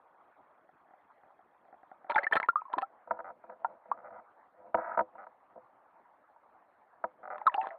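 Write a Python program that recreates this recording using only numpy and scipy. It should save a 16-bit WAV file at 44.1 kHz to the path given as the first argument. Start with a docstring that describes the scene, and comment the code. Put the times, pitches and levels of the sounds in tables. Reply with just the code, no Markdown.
"""Bubbles ring and water slaps and churns round a small camera in a sealed plastic housing,
dipped into the sea by the rocks and lifted out again. Each bubble is a gliding tone, each slap a noise burst.
The hand taps the dry shell, then knocks, slips and rubs on the flooded one, which creaks: clicks ring its modes.
Behind this lie a murmur of drifting noise and, in air, a faint ticking of short pings.
The microphone inside hears it all muffled, and overloads on the loudest sounds."""
import sys
import numpy as np
from scipy import signal
from scipy.io import wavfile
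from scipy.ndimage import uniform_filter1d

SR = 44100
rng = np.random.default_rng(int(sys.argv[2]) if len(sys.argv) > 2 else 0)


def generate_wav(signal):
    """Clip the signal to [-1, 1] and save it as 16-bit WAV at the path in sys.argv[1]."""
    frames = np.transpose(np.atleast_2d(signal))
    scaled = np.clip(frames, -1, 1) * 32767
    pcm = np.round(scaled).astype(np.int16)
    wavfile.write(sys.argv[1], SR, pcm)


N = 343098  # length in samples

# The tones of the shell under water. Each row: pitch in Hz, relative level in dB, time to die by 60 dB
# in seconds (before extra damping), relative level in dB when shaken at the grip.
FLOODED_SHELL = [(93, -24, 0.11, -43.5), (215, -10.5, 0.078, -30.5), (326.5, -18.5, 0.13, -46.5),
                 (508.7, -11, 0.14, -25.5), (608.6, -23.5, 0.16, -5), (667.5, 9, 0.031, 0.5),
                 (756, -9, 0.076, 3), (809, -16.5, 0.05, -9), (955, 3.5, 0.044, 0.5),
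                 (1279, -8, 0.035, 1.5), (1352, 8, 0.016, 12), (1450, 3.5, 0.014, 15.5),
                 (1666, 0, 0.014, 12.5), (1950, -6.5, 0.016, 11.5), (2232, -15.5, 0.02, 2),
                 (2530, -9.5, 0.0073, 3.5), (2900, -24, 0.0043, -13.5), (3600, -28, 0.004, -20)]


def gain_of(db):
    """Turns decibels into a gain."""
    return 10 ** (np.asarray(db) / 20)


def evened(x):
    """Scales a signal to an rms (average strength) of 1."""
    return x / np.sqrt(np.mean(x ** 2) + 1e-20)


def read(points, hz):
    """Reads a spectrum between its points, on a log-frequency axis."""
    f, value = np.transpose(points)
    return np.interp(np.log(hz + 1), np.log(f + 1), value)


def add(mix, s, sound):
    """Adds a sound to the mix at a time in seconds."""
    part = mix[round(s * SR):][:len(sound)]
    part += sound[:len(part)]


def ring(hz, t60, rise_s, climb=0., settle_s=0.025):
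    """A dying sine with a soft start; its pitch glides at first, then settles."""
    t = np.arange(int(1.8 * abs(t60) * SR) + 50) / SR
    glided = t + climb * settle_s * (t - settle_s * (1 - np.exp(-t / settle_s)))
    soft_start = (1 - np.exp(-t / abs(rise_s))) ** 2
    return np.sin(2 * np.pi * hz * glided) * soft_start * gain_of(-60 * t / abs(t60))


def strokes(rows, rise_db_per_s, fall_db_per_s):
    """Level in dB of gestures that swell, hold and fade; the loudest one counts."""
    t = np.arange(N) / SR
    levels = []
    for s, held, db in rows:
        swell_db = rise_db_per_s * np.maximum(s - t, 0)
        fade_db = fall_db_per_s * np.maximum(t - s - held, 0)
        levels.append(db - swell_db - fade_db)
    return np.max(levels, 0)


def bubbles(wobble=0.29):
    """Each pocket of air rings as one tone whose loudness wobbles as the pocket changes shape."""
    # Each row: start in seconds, level in dB, pitch in Hz, time to die by 60 dB in milliseconds,
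    # first glide as a share of the pitch per second.
    pockets = [(2.096, -25, 580, 88, 1.5), (2.098, -20, 911, 91, 3), (2.119, -18.5, 1470, 17, -11.5),
               (2.145, -27.5, 3600, 66, -9), (2.148, -21.5, 850, 50, 7), (2.158, -0.5, 2080, 8.5, 6),
               (2.161, -13, 856, 66, 2), (2.16, -19, 1450, 61, -1), (2.181, -1.5, 1580, 14.8, 1.5),
               (2.186, -17, 563, 57, 1.5), (2.189, -20, 2080, 27, 6), (2.232, -22.5, 1950, 56, 1),
               (2.236, -27.5, 4400, 19, -4), (2.243, -17.5, 2126, 23, -3.5), (2.267, -14.5, 1700, 27, 12.5),
               (2.311, -30, 899, 62, 6.5), (2.324, 18.5, 1784, 6.7, 0.5), (2.334, -2.5, 3130, 11.4, 3),
               (2.335, -26, 620, 116, 10.5), (2.367, -15.5, 1345, 35, -1.5), (2.357, -19, 1837, 63, 3.5),
               (2.418, -25, 950, 16, 4.5), (2.43, -9, 2110, 13, 5), (2.436, -25, 933, 58, 3),
               (2.486, -11.5, 1094, 16.5, 46), (2.488, -11.5, 1398, 49, -0.5), (2.529, -39, 1020, 43, -7),
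               (2.446, -31, 1950, 37, -8), (2.557, -17.5, 1155, 94, 5), (2.611, -46, 2436, 31, 1),
               (2.618, -27.5, 984, 20, -3.5), (2.653, -38.5, 1043, 61, 5), (2.681, -45, 988, 75, -2),
               (2.701, -21.5, 950, 5.3, 6), (2.737, -21, 968, 39, 0.5), (2.768, -28.5, 328, 81, -11.5),
               (2.78, -19, 993, 47, 1.5), (2.781, -21, 774, 51, 1), (2.825, -21.5, 763, 56, 2.5),
               (2.829, -29.5, 1257, 47, 7), (3.646, -18, 934, 53, -1.5), (3.646, -21.5, 1335, 38, 6),
               (3.647, -20.5, 720, 48, 9), (3.915, -13, 955, 23, 0.5), (3.918, -25.5, 1110, 66, 6.5),
               (6.052, -48.5, 959, 81, 0), (6.361, -48.5, 930, 52, 1), (2.108, -23, 4150, 30, -3.5),
               (7.381, -24.5, 1080, 13, -18), (7.413, -37.5, 2000, 17, 5), (7.415, -29, 880, 24, -6),
               (7.467, 8.5, 1292, 20.6, -17), (7.4737, -12.5, 1122, 64, -8), (7.543, -6.5, 2850, 8.4, 1.5),
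               (7.546, -22, 810, 59, -1), (7.565, -27, 4740, 17, -6), (7.5783, -21.5, 840, 160, 3.5),
               (7.5775, -24, 737, 280, 2.5), (7.496, -31.5, 1910, 38, -2), (7.613, -23.5, 2730, 26, -7),
               (7.615, -27, 1930, 13, 2), (7.645, -31, 1000, 27, -12.5), (7.706, -27.5, 1950, 13, 1.5),
               (7.712, -36, 673, 124, -1)]
    out = np.zeros(N)
    noise = rng.standard_normal(2 * SR)
    shape = evened(uniform_filter1d(uniform_filter1d(noise, size=150), size=150))
    for (s, db, hz, t60_ms, climb), start in zip(pockets, rng.integers(0, SR, 99)):
        tone = ring(hz, t60_ms / 1000, 0.48 / hz, climb)
        add(out, s, gain_of(db) * tone * (1 + wobble * shape[start:start + len(tone)]))
    return out


def slaps(t60=0.0089, ping_hz=4200, ping_t60=0.053, ping_db=-46):
    """Water slaps are short bursts of noise without much bass or treble; each leaves a thin high ping."""
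    # Each row: start in seconds, level in dB before the filter and the final gain.
    hits = [(2.096, -29.5), (2.1, -20.5), (2.11, -28.5), (2.118, -30), (2.16, -22.5), (2.182, -20),
            (2.235, -31), (2.268, -31.5), (2.314, -35), (2.331, -14), (2.354, -4.5), (2.365, -5.5),
            (2.4, -20), (2.428, -33), (2.46, -46), (2.486, -26), (2.7311, -33), (2.736, -29.5),
            (2.784, -20), (2.815, -39.5), (2.82, -28.5), (7.381, -43.5), (7.542, -27.5), (7.631, -40.5),
            (7.659, -49), (7.67, -31), (7.688, -41)]
    out = np.zeros(N)
    t = np.arange(3000) / SR
    for s, db in hits:
        fading = gain_of(db - 60 * t / t60) * (1 - np.exp(-t / 0.00006))
        add(out, s, fading * rng.standard_normal(len(t)))
    band = signal.butter(2, [150. / SR * 2, 3800. / SR * 2], "bandpass")
    out = signal.lfilter(*band, out)
    ping = signal.oaconvolve(out, ring(ping_hz, ping_t60, 1 / ping_hz))[:N]
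    return gain_of(14.0) * (out + gain_of(ping_db) * ping)


def churn(per_s=2600, uneven_db=3.0, count=24, tilt_db=4.0, dulling_db=1.0, loud_db=-37.5):
    """A dense swarm of small, quickly damped bubbles; low ones ring longer, and calm water sounds duller."""
    # Surges at the surface. Each row: start in seconds, time held in seconds, level in dB before shaping.
    surges = [(2.092, 0.11, -47), (2.17, 0.067, -44.5), (2.33, 0.026, -42), (2.7, 0.1, -50),
              (2.8, 0.024, -57), (7.365, 0.06, -50.5), (7.515, 0.053, -46.5), (7.62, 0.045, -43.5),
              (7.71, 0.024, -48.5)]
    level_db = strokes(surges, rise_db_per_s=1493.5, fall_db_per_s=298)
    uneven = gain_of(uneven_db * np.minimum(rng.exponential(1, N), 3))
    clicks = evened((rng.random(N) < per_s / SR) * uneven) * gain_of(level_db)
    slope_db = tilt_db + dulling_db * np.clip(level_db - loud_db, -30, 0)  # per octave above 800 Hz
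    kind = rng.integers(0, count, N)  # which pitch each bubble has
    out = np.zeros(N)
    for k, hz in enumerate(np.geomspace(560., 4000., count)):
        tilted = gain_of(slope_db * max(np.log2(hz / 800), 0) - 13.0)
        out += signal.oaconvolve(clicks * (kind == k) * tilted, ring(hz, 40.0 / hz, 0.3 / hz))[:N]
    return out


def scattered(x, t60=0.026, level_db=-9.5):
    """Neighbouring bubbles and the shell throw each sound back as a short rough tail."""
    t = np.arange(4000) / SR
    tail = rng.standard_normal(4000) * gain_of(-60 * t / t60) * (t > .002)
    return x + gain_of(level_db) * signal.oaconvolve(x, tail / np.linalg.norm(tail))[:N]


def struck(modes, clicks, hardness_db, scatter_db, damping=1):
    """Every click rings every mode, harder clicks favouring the high ones, each a little differently."""
    out = np.zeros(N)
    for hz, db, t60, *_ in modes:
        octaves = np.log2(np.clip(hz, 500, 3000) / 800)
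        share_db = db + hardness_db * octaves + scatter_db * rng.standard_normal(N)
        tone = ring(hz, t60 / damping, 0.0024 / damping)
        out += signal.oaconvolve(clicks * gain_of(share_db), tone)[:N]
    return out


def blows(modes, rows, level_db, scatter_db=1, damping=1):
    """Single clicks ring one set of modes, each click with its own level and perhaps hardness."""
    clicks, hardness_db = np.zeros(N), np.zeros(N)
    for s, db, *hard in rows:
        at = round(s * SR)
        clicks[at] = gain_of(db + level_db)
        hardness_db[at] = sum(hard)  # 0 where none is given
    return struck(modes, clicks, hardness_db, scatter_db, damping)


def knocks_and_single_slips():
    """Knocks, and a few single slips of the grip, set the flooded shell ringing."""
    # Each row: time in seconds, level in dB before the overall level, hardness in dB per octave.
    hits = [(3.073, -31.5, -3), (3.1075, -38, -8.5), (3.1078, -11.5, 4.5), (3.189, -24, 2.5),
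            (3.201, -26, 6.5), (3.301, -30.5, 4), (3.438, -34, -1), (3.496, -43.5, 18), (3.855, -39.5, -3),
            (4.034, -48, 8), (4.105, -38.5, 6), (4.7435, -4.5, -0.5), (4.771, -24, 5.5),
            (4.783, -16.5, -3.5), (4.973, -10, 2), (4.99, -6.5, 5), (5.005, -10.5, -2.5),
            (5.152, -35, -2.5), (5.266, -33, 6), (5.558, -36, -14.5), (5.575, -35, -13), (7.039, -12.5, 4),
            (7.457, -25, -1.5)]
    return blows(FLOODED_SHELL, hits, -6.5, damping=1.076)


def creak_slips(jitter=0.05, scatter_db=0.5):
    """Times and levels of the slips in each creak, nearly evenly spaced."""
    # Each row: start in seconds, length in seconds, slips per second, level in dB before scatter.
    runs = [(3.244, .05, 92, -37), (3.975, .03, 76, -45), (4.045, 0.04, 118, -40.5),
            (4.125, 0.078, 112, -45), (5.181, .022, 150, -40), (5.207, .035, 97, -41),
            (7.231, .01, 128, -39.5), (7.25, .03, 40, -34.5), (7.302, .033, 106, -31),
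            (7.344, .016, 77, -32.5)]
    rows = []
    for s, length, per_s, db in runs:
        late, size = rng.standard_normal((40, 2)).T
        at = (np.arange(40) + jitter * late) / per_s
        rows += [(s + a, db + scatter_db * b) for a, b in zip(at, size) if a < length]
    return rows


def creaks():
    """The grip slips in quick steps and rings the shell from the grip; the tight grip damps the ringing."""
    gripped = [(hz, grip_db, t60) for hz, _, t60, grip_db in FLOODED_SHELL]
    return blows(gripped, creak_slips(), -1.7, damping=1.805)


def rubbing(slips_per_s=2500, uneven_db=2.0, hardness_db=10.0, per_db=1.14):
    """Wet skin drags in many tiny unequal slips that shake the flooded shell; a firmer drag sounds harder."""
    # Each row: start in seconds, time held in seconds, level in dB.
    drags = [(3.1, 0.075, -44), (3.26, 0.051, -46.5), (3.5, 0.035, -45), (3.62, 0.14, -52),
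             (3.9, 0.087, -49.5), (4.045, 0.037, -47.5), (4.13, 0.07, -46.5), (4.6, 0.096, -51.5),
             (4.78, 0.17, -37.5), (5.15, 0.077, -56), (7.21, 0.19, -54)]
    level_db = strokes(drags, rise_db_per_s=589.5, fall_db_per_s=490.5)
    size = gain_of(uneven_db * rng.exponential(1, N)) * rng.choice([-1., 1.], N)
    tiny_slips = (rng.random(N) < slips_per_s / SR) * size
    hard_db = hardness_db + per_db * (np.maximum(level_db, -60) + 35.5)
    shaken = struck(FLOODED_SHELL, tiny_slips, hard_db, 0.98)
    local_rms = np.sqrt(uniform_filter1d(shaken ** 2, size=6000) + 1e-12)
    return gain_of(level_db) * shaken / local_rms


def hollowed(x):
    """Cuts the narrow dips where neighbouring modes of the flooded shell cancel."""
    # Each row: centre in Hz, width in Hz.
    notches = [(1090, 200), (1800, 120)]
    for hz, width_hz in notches:
        x = signal.lfilter(*signal.iirnotch(hz, hz / width_hz, SR), x)
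    return x


def taps():
    """Finger taps ring the dry shell."""
    # The shell in air. Each row: pitch in Hz, relative level in dB, time to die by 60 dB in seconds.
    dry_modes = [(252, 0, 0.012), (620, -18, 0.059), (753, -2, 0.026), (1400, -11, 0.018),
                 (1880, 12.5, 0.0039)]
    # Each row: time in seconds, level in dB before the overall level.
    hits = [(0.69, -48), (0.885, -51.5), (0.907, -48.5), (0.935, -46.5), (1.234, -47), (1.39, -49),
            (1.651, -51.5), (1.682, -51), (1.726, -42), (1.741, -46.5), (1.831, -44), (1.914, -38),
            (2.044, -39), (2.066, -44.5)]
    return blows(dry_modes, hits, 12.3)


def murmur(patchy_db=3.23, level_db=-61):
    """Muffled sea and circuit noise: steady noise whose short-time spectrum drifts in patches."""
    # Each row: frequency in Hz, relative level in dB per Hz.
    spectrum = [(20, 1.5), (60, -15), (130, -7), (250, 0.5), (420, -6.5), (620, 0.5), (800, 2.5),
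                (1100, -3), (1600, -9.5), (2200, -10), (3000, -17.5), (5000, -19)]
    frames, hz = N // 128 + 9, np.fft.rfftfreq(512, 1 / SR)
    a, b, patches = rng.standard_normal((frames, 257, 3)).T
    patches = uniform_filter1d(patches, size=6, axis=0)  # smooth over frequency, then time
    patches = evened(uniform_filter1d(patches, size=14, axis=1))
    z = (a + 1j * b) * gain_of(read(spectrum, hz)[:, None] + patchy_db * patches)
    noise = signal.istft(z, nperseg=512, noverlap=384)[1][:N]
    return gain_of(level_db) * evened(noise)


def ticking(level_db=-57.5, round_s=.1, end_s=2):
    """A faint, even ticking while in air: three short pings in each round."""
    # Each row: first time in seconds, pitch in Hz.
    pings = [(.012, 3300), (.045, 2500), (.079, 3300)]
    out = np.zeros(N)
    for first_s, hz in pings:
        for s in np.arange(first_s, end_s, round_s):
            add(out, s, gain_of(level_db) * ring(hz, 0.018, 0.00058))
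    return out


def scene():
    """Adds up the water, the hand on the shell, the murmur and the ticking, as one channel."""
    water = scattered(bubbles() + slaps() + churn())
    hand = hollowed(knocks_and_single_slips() + creaks() + rubbing()) + taps()
    return (water + hand + murmur() + ticking())[None]


def record(dry, overload_db=-16.5, hiss_db=-98, edge_hz=15630):
    """The capsule overloads, the sealed cavity muffles it, the converter adds hiss; then the band limit."""
    # What the sealed microphone passes. Each row: frequency in Hz, level in dB.
    muffle = [(20, -39), (70, -15), (200, -13), (500, -3.5), (1250, 0.5), (1750, -3), (2500, -14.5),
              (4400, -24), (5100, -46), (6900, -51), (8500, -32.5), (12000, -32.5), (14500, -52.5)]
    limit = gain_of(overload_db)
    clipped = dry / (1 + np.abs(dry / limit) ** 8) ** (1 / 8)
    log_gain = np.log(gain_of(read(muffle, abs(np.fft.fftfreq(8192, 1 / SR)))))
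    # minimum phase: the filter answers as early as it can
    causal = np.fft.ifft(np.exp(np.conj(signal.hilbert(log_gain)))).real[:4096]
    muffled = signal.oaconvolve(clipped, causal[None])[:, :N]
    heard = muffled + gain_of(hiss_db) * rng.standard_normal(dry.shape)
    low_pass = signal.firwin(511, edge_hz, window=("kaiser", 9), fs=SR)
    return signal.oaconvolve(heard, low_pass[None], "same")


dry = scene()
out = record(dry)
generate_wav(out)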